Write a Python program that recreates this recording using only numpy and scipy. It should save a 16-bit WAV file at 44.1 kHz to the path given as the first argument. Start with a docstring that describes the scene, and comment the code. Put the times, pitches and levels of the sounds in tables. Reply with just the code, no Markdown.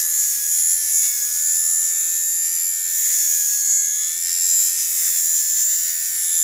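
'''A high, buzzing whine: a small battery razor circles over a cheek, close by in a quiet room.
On every turn its rotary blade knocks and scrapes inside the steel cap, driving the resonances of cap
and plastic handle; beneath them the motor hums, mostly on multiples of three times the turn rate.
Pressure on the skin slows the motor and turns the even buzz into a loose hiss.
Now and then the cap squeals or brushes the skin, and hairs are snipped.'''
import sys
import numpy as np
from scipy import signal
from scipy.fft import rfft, irfft, next_fast_len
from scipy.io import wavfile
from scipy.ndimage import uniform_filter1d, map_coordinates

SR = 44100
rng = np.random.default_rng(int(sys.argv[2]) if len(sys.argv) > 2 else 0)


def dump(signal):
    """Clip the signal to [-1, 1] and save it as 16-bit WAV at the path in sys.argv[1]."""
    limited = np.clip(np.atleast_2d(signal).T, -1, 1)
    pcm = np.round(limited * 32767).astype(np.int16)
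    wavfile.write(sys.argv[1], SR, pcm)


N = 283563
TIME = np.arange(N) / SR
WHINE_HZ = 7107  # the cap's main resonance at the usual motor speed

# motor speed, sagging as the cap is pressed on the skin: (time [s], speed [turns/s])
MOTOR_SPEED = [(0.0, 82.6), (0.38, 79.6), (0.39, 79.6), (0.75, 83.7), (1.11, 82.1), (1.18, 80.5),
               (1.22, 80.2), (1.5, 83.3), (2.44, 85.2), (2.63, 85.9), (3.11, 83.6), (3.46, 79.7),
               (3.67, 80.1), (3.74, 79.7), (3.87, 79.9), (4.24, 86.3), (4.55, 87.3), (4.8, 86.5),
               (4.91, 85.6), (5.03, 85.7), (5.41, 82.3), (5.8, 83.7), (5.91, 83.4), (6.03, 84.8),
               (6.12, 85.2), (6.39, 83.0), (6.43, 83.1)]
# the blade's friction in the cap: (time [s], relative scrape level [dB], relative sizzle level [dB])
FRICTION_LEVELS = [(0.0, -27.5, -29), (0.03, -31.5, -44), (0.34, -30.5, -32.5), (0.91, -30, -39),
                   (1.11, -30, -32), (2.02, -33.5, -41), (2.22, -37.5, -36), (2.49, -34.5, -45),
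                   (2.88, -34, -40), (2.97, -27.5, -32), (3.51, -28, -32), (3.8, -32, -47),
                   (3.94, -35, -39), (4.23, -32, -40), (4.62, -28.5, -32), (4.73, -29, -37),
                   (5.07, -29, -28), (5.57, -29, -32), (5.62, -28, -29), (6.11, -34.5, -32),
                   (6.25, -30.5, -37), (6.43, -31.5, -40)]
# the main resonance, swelling and dropping as the hand circles: (time [s], relative level [dB])
WHINE_LEVEL = [(0.0, -29), (0.2, -19), (0.43, -30.5), (0.53, -21), (0.72, -20), (0.82, -32.5), (0.97, -17),
               (1.13, -26), (1.2, -36), (1.23, -21.5), (1.29, -32), (1.45, -19.5), (2.69, -24), (2.83, -26),
               (3.06, -21), (3.63, -22), (3.71, -17), (3.9, -22), (4.05, -22.5), (4.14, -29), (4.57, -15.5),
               (4.76, -27.5), (4.78, -27), (5.37, -20), (5.39, -23.5), (5.71, -20), (6.05, -29.5),
               (6.43, -20.5)]
# response of the plastic handle: (frequency [Hz], gain [dB])
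HANDLE_RESPONSE = [(900, -64), (1200, -16), (1450, -6), (1800, 0), (2050, 2), (2350, -5), (2600, -3.5),
                   (2950, -7.5), (3500, -2.5), (4300, 1.5), (5100, 2), (6000, -8), (8000, -45)]


def amp(db):
    """Decibels to amplitude ratio."""
    return 10 ** (np.asarray(db) / 20)


def curve(rows, column=1):
    """Linear interpolation of one table column at every sample."""
    rows = np.asarray(rows)
    return np.interp(TIME, rows[:, 0], rows[:, column])


def evened(x):
    """Normalisation to an overall rms of 1."""
    return x / np.sqrt(np.mean(x ** 2) + 1e-20)


def steadied(x, size=2100):
    """Normalisation to a running rms of 1 over a few turns."""
    return x / np.sqrt(uniform_filter1d(uniform_filter1d(x ** 2, size), size) + 1e-12)


def drift(rate_hz, count=8192):
    """Random modulation: noise of rms 1, low-passed at about rate_hz."""
    hz = np.fft.rfftfreq(count, TIME[-1] / count)
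    slow = irfft(rfft(rng.standard_normal(count)) * np.exp(-(hz / rate_hz) ** 2))
    return np.interp(TIME, np.linspace(0, TIME[-1], count), evened(slow))


def coloured(x, response):
    """Spectral shaping by points of (frequency [Hz], gain [dB])."""
    size = next_fast_len(N)
    hz, db = np.transpose(response)
    gain = amp(np.interp(np.log(np.fft.rfftfreq(size, 1 / SR) + 1), np.log(hz), db))
    return irfft(rfft(x, size) * gain, size)[:N]


def resonate(x, hz, width_hz):
    """Resonance: a steep band-pass whose centre follows hz."""
    carrier = np.exp(2j * np.pi * np.cumsum(hz * np.ones(N)) / SR)
    r = np.exp(-np.pi * width_hz / SR)
    return (carrier * signal.lfilter([(1 - r) ** 2], [1, -2 * r, r * r], x / carrier)).real


def blend(regular, irregular, share):
    """Incoherent sounds add in power; share is the irregular fraction."""
    share = np.clip(share, 0, 1)
    return np.sqrt(1 - share) * steadied(regular) + np.sqrt(share) * steadied(irregular)


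def sag(usual_speed=83.5):
    """Loading slows the motor: the turns per second lost from its usual speed."""
    return usual_speed - curve(MOTOR_SPEED)


def looseness():
    """Aperiodicity of the blade, 0-1: it grows with load and as the scrape takes over from the whine."""
    excess_db = curve(FRICTION_LEVELS) - curve(WHINE_LEVEL)
    return np.clip(0.44 + 0.027 * sag() + 0.01 * (excess_db - excess_db.mean()), .05, .95)


def room(level_db):
    """Ambient noise: faint, steady and densest at low frequencies."""
    # background spectrum: (frequency [Hz], gain [dB])
    spectrum = [(10, 8), (30, 4.5), (45, 4.5), (100, 1), (200, -1), (350, -2), (700, -7), (1200, -10),
                (16000, -13.5)]
    return amp(level_db) * evened(coloured(rng.standard_normal(N), spectrum))


def skin(uneven_db, fade_s=0.057):
    """Sliding friction: each stroke of the cap on the cheek makes a soft, lumpy noise."""
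    # strokes over the skin: (start [s], end [s], level [dB])
    strokes = [(0.708, 1.122, -60), (1.148, 1.29, -59), (1.45, 2.17, -61.5), (4.3, 5.15, -60.5)]
    # rubbing spectrum: (frequency [Hz], gain [dB])
    spectrum = [(100, -22), (290, -1.5), (370, -12), (470, 4.5), (580, -4.5), (800, -4.5), (1500, -22)]
    lumps = amp(uneven_db * drift(31))
    envelope = sum(amp(db) * np.clip(np.minimum(TIME - start, end - TIME) / fade_s, 0, 1)
                   for start, end, db in strokes)
    return envelope * evened(coloured(rng.standard_normal(N), spectrum) * lumps)


def motor(turns, waver_db, jitter_turns, dip_speed=85.8, dip_width=0.36):
    """Rotational harmonics of a three-pole motor; the weaker fade under load and waver with the grip."""
    # motor tones: (order [multiple of the turn rate], relative level [dB])
    harmonics = [(15, -18), (18, -14.5), (21, -2), (24, -14.5), (27, -9.5), (30, -17), (42, -11.5),
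                 (43, -12), (45, -13.5), (54, -5.5), (60, -8.5)]
    loose, tones = looseness(), 0
    # the strongest tone, order 21, dips as the motor passes dip_speed
    dip = np.exp(-((curve(MOTOR_SPEED) - dip_speed) / dip_width) ** 2)
    hum_db = -43.5 - 5 * dip + drift(13)
    shaken = turns + jitter_turns * loose * drift(370)  # a loose blade shakes the shaft
    for order, db in harmonics:
        level_db = hum_db if order == 21 else -43 - 8 * loose + waver_db * drift(2.44)
        tones += amp(db + level_db) * np.sqrt(2) * np.cos(2 * np.pi * (order * shaken + rng.random()))
    return tones


def roughness(turns, change_per_s, size=2048, harmonics=190):
    """Quasi-periodic excitation: each turn meets the same roughness, which changes as the cap shifts."""
    spectra = rng.standard_normal((100, harmonics, 2)) @ [1, 1j]
    spectra[:, 0] = 0
    profiles = irfft(spectra, size)
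    position = [TIME * change_per_s, turns % 1 * size]
    return steadied(map_coordinates(profiles, position, order=1, mode="grid-wrap"))


def knocks(turns, decay_turns, rub, uneven_db):
    """Contact force: the blade strikes the cap at three places a turn and rubs in between."""
    force = rub
    for place, db in [(.06, -12.5), (.26, -13), (.5, -9.5)]:
        since = (turns - place - 0.016 * drift(1.2)) % 1
        force += amp(db + uneven_db * drift(0.87)) * np.exp(-since / decay_turns)
    return force


def cheek_reflection(x, delay_s, sway, strength):
    """Comb filtering: the sound interferes with its reflection, whose delay shifts as the hand circles."""
    delay = delay_s * np.exp(sway * drift(1.49))
    return x + strength * map_coordinates(x, [(TIME - delay) * SR], order=3)


def friction(turns, periodic, slips, response, share, bite, flicker_db):
    """Source and filter: friction, pulsed by the knocks (more deeply with bite), excites one part."""
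    force = knocks(turns, decay_turns=0.1, rub=0.48, uneven_db=6.5)
    drive = blend(periodic, slips, share) * force ** bite
    drive = cheek_reflection(drive, delay_s=.0011, sway=0.1163, strength=0.37)
    return steadied(coloured(drive, response)) * amp(flicker_db * drift(12.7))


def singing(turns, partials, waver_db, jitter_turns):
    """Forced vibration: the cap sings at harmonics of the turn rate, each wavering by waver_db."""
    shaken = turns + jitter_turns * drift(140)
    return sum(height * amp(waver_db * drift(9)) * np.cos(2 * np.pi * (order * shaken + rng.random()))
               for order, height in partials)


def snips(slips, cut_s, drag_s, ring_hz, width_hz):
    """Transient excitation: each hair drags in the slots and is cut with a crunch in the handle."""
    # hairs being cut: (time [s], relative level [dB])
    hairs = [(2.915, -57), (3.06, -62), (3.1, -42), (3.165, -50), (4.93, -52), (5.028, -47), (5.083, -42),
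             (5.19, -56)]
    bursts = 0
    for at, db in hairs:
        cut = np.exp(-((TIME - at) / cut_s) ** 2)
        drag = np.exp(-((TIME - at) / drag_s) ** 2)
        bursts += amp(db) * (.75 * cut + .36 * drag)
    return bursts * evened(coloured(resonate(slips, ring_hz, width_hz), HANDLE_RESPONSE))


def handle(turns, periodic, slips, loose):
    """Structure-borne sound: the blade's knocks rattle the plastic handle."""
    # the rattle: (time [s], relative level [dB])
    level = [(0.0, -44.5), (0.03, -51), (2.36, -52.5), (3.13, -49), (3.9, -54), (4.05, -49), (6.43, -48)]
    rattle = friction(turns, periodic, slips, HANDLE_RESPONSE, 0.091 + loose, bite=1.3, flicker_db=1.84)
    return rattle * amp(curve(level) + 6)


def scrape(turns, periodic, slips, loose):
    """Broadband friction noise in the cap: a buzz when periodic, a hiss when the blade slips."""
    # the cap's broad response: (frequency [Hz], gain [dB])
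    response = [(1200, -35), (2900, -21), (3500, -15.5), (4500, -18), (5100, -2.5), (5900, 5.5), (6600, 7),
                (7700, 4.5), (8500, 0), (9500, -12), (12000, -11.5), (13300, -2), (16000, -22)]
    rasp = friction(turns, periodic, slips, response, 1.12 * loose ** 0.81, bite=1, flicker_db=1.46)
    return rasp * amp(curve(FRICTION_LEVELS) + 3.63)


def ring(turns, periodic, slips, loose):
    """The cap's upper resonance, near 11 kHz: friction noise, with faint partials when the blade runs evenly."""
    # its response: (frequency [Hz], gain [dB])
    response = [(7500, -33), (8700, -12.5), (9700, -1), (10500, -1), (11100, 4), (11700, 0.5), (12400, -6),
                (13400, -18), (16000, -36)]
    # its clear tones: (order [multiple of the turn rate], amplitude [relative])
    partials = [(128, .9), (132, 1), (133, .6)]
    # its strength: (time [s], relative level [dB])
    level = [(0.0, -28), (0.07, -25.5), (0.45, -30), (0.75, -26.5), (0.81, -30.5), (0.95, -26), (1.16, -31),
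             (2.47, -27.5), (2.63, -28), (2.79, -31), (3.15, -28.5), (4.01, -33.5), (4.64, -28.5),
             (4.84, -30), (4.99, -27), (5.73, -34), (6.43, -26.5)]
    rasp = friction(turns, periodic, slips, response, 0.85 * loose ** 0.81, bite=0.99, flicker_db=1.95)
    tones = singing(turns, partials, waver_db=-3, jitter_turns=0.00027)
    return blend(tones, rasp, 0.44 + 1.22 * loose) * amp(curve(level) + 2)


def sizzle(turns, periodic, slips, loose):
    """Loss of coherence: small slips spoil the highest partials first, leaving a hiss near 15 kHz."""
    # the cap's highest band: (frequency [Hz], gain [dB])
    response = [(7500, -28), (9000, 2), (11500, -16), (13300, -2), (14200, 16), (15000, 25), (15800, 3.5)]
    # its clear tones: (order [multiple of the turn rate], amplitude [relative])
    partials = [(168, 1), (172, .8), (175, .7), (176, .7)]
    hiss = friction(turns, periodic, slips, response, 1.6 * loose ** 0.39, bite=0.48, flicker_db=0)
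    tones = singing(turns, partials, waver_db=0, jitter_turns=.0004)
    return blend(tones, hiss, 0.69 + 0.61 * loose) * amp(curve(FRICTION_LEVELS, column=2) + 0.5)


def squeals(turns, loose, width_hz):
    """Friction-driven resonance: the blade catches one narrow mode of the cap, which swells and fades."""
    # caught modes: (start [s], end [s], frequency [Hz], peak level [dB])
    modes = [(0, .28, 13850, -32), (0.455, 0.917, 10780, -23.5), (0.815, 1.138, 10960, -26),
             (1.367, 1.953, 10300, -25.5), (2.2, 2.802, 4910, -42.5), (1.7, 2.65, 6450, -32),
             (2.457, 2.804, 11640, -31), (2.88, 3.15, 13900, -30), (2.8, 3.75, 13000, -34),
             (3.616, 3.88, 7330, -21), (3.83, 4.253, 3440, -42.5), (4.204, 4.765, 5210, -32.5),
             (4.28, 4.794, 3900, -42.5), (4.52, 4.75, 12800, -30), (6.07, 6.524, 10700, -26.5),
             (6.14, 6.55, 3570, -40)]
    force = knocks(turns, decay_turns=.15, rub=.2, uneven_db=4)
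    drive = blend(roughness(turns, change_per_s=1.485), rng.standard_normal(N), 0.21 * loose) * force
    out = np.zeros(N)
    for start, end, hz, db in modes:
        swell = np.sin(np.pi * np.clip((TIME - start) / (end - start), 0, 1))
        out += amp(db) * swell * steadied(resonate(drive, hz, width_hz * np.sqrt(hz / WHINE_HZ)))
    return out


def whine(turns, periodic, slips, loose, hz_per_speed=71):
    """Line broadening: the cap's main resonance whistles under an even blade; a loose one smears it."""
    # the whistle's tones: (order [multiple of the turn rate], amplitude [relative])
    partials = [(81, .33), (84, .5), (85, 1), (86, .8)]
    force = knocks(turns, decay_turns=0.56, rub=0.87, uneven_db=5.5)
    drive = blend(periodic, slips, 0.49 * loose ** 2) * force
    pitch = WHINE_HZ - hz_per_speed * sag()
    narrow = resonate(drive, pitch, width_hz=300)
    smeared = resonate(drive, pitch, width_hz=800)
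    rasp = blend(narrow, smeared, 4.48 * loose - .75)
    whistle = singing(turns, partials, waver_db=6, jitter_turns=.0004)
    tone = steadied(blend(whistle, rasp, 2.2 * loose - .05), size=1200)
    return tone * amp(curve(WHINE_LEVEL) - 0.54 + 0.72 * drift(20))


def blade(turns):
    """Superposition: periodic friction and random slips excite the cap and handle, whose sounds add."""
    loose = looseness()
    periodic, slips = roughness(turns, change_per_s=3.5), rng.standard_normal(N)
    buzz = sum(part(turns, periodic, slips, loose) for part in (handle, scrape, ring, sizzle))
    squealing = squeals(turns, loose, width_hz=460)
    crunch = snips(slips, cut_s=0.012, drag_s=0.09, ring_hz=1760, width_hz=3000)
    return buzz + squealing + crunch + whine(turns, periodic, slips, loose)


def scene():
    """One shaft sets the phase of blade and motor; a single close microphone feeds both channels."""
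    turns = np.cumsum(curve(MOTOR_SPEED)) / SR + 0.00057 * drift(28)  # the shaft flutters slightly
    razor = blade(turns) + motor(turns, waver_db=4, jitter_turns=0.0011)
    mono = razor + skin(uneven_db=3) + room(level_db=-56)
    return np.array([mono, mono])


def record(dry):
    """Band limiting: a steep low-pass at 15.78 kHz."""
    low_pass = signal.firwin(511, 15780, window=("kaiser", 9), fs=SR)
    return signal.oaconvolve(dry, low_pass[None], "same")


dry = scene()
out = record(dry)
dump(out)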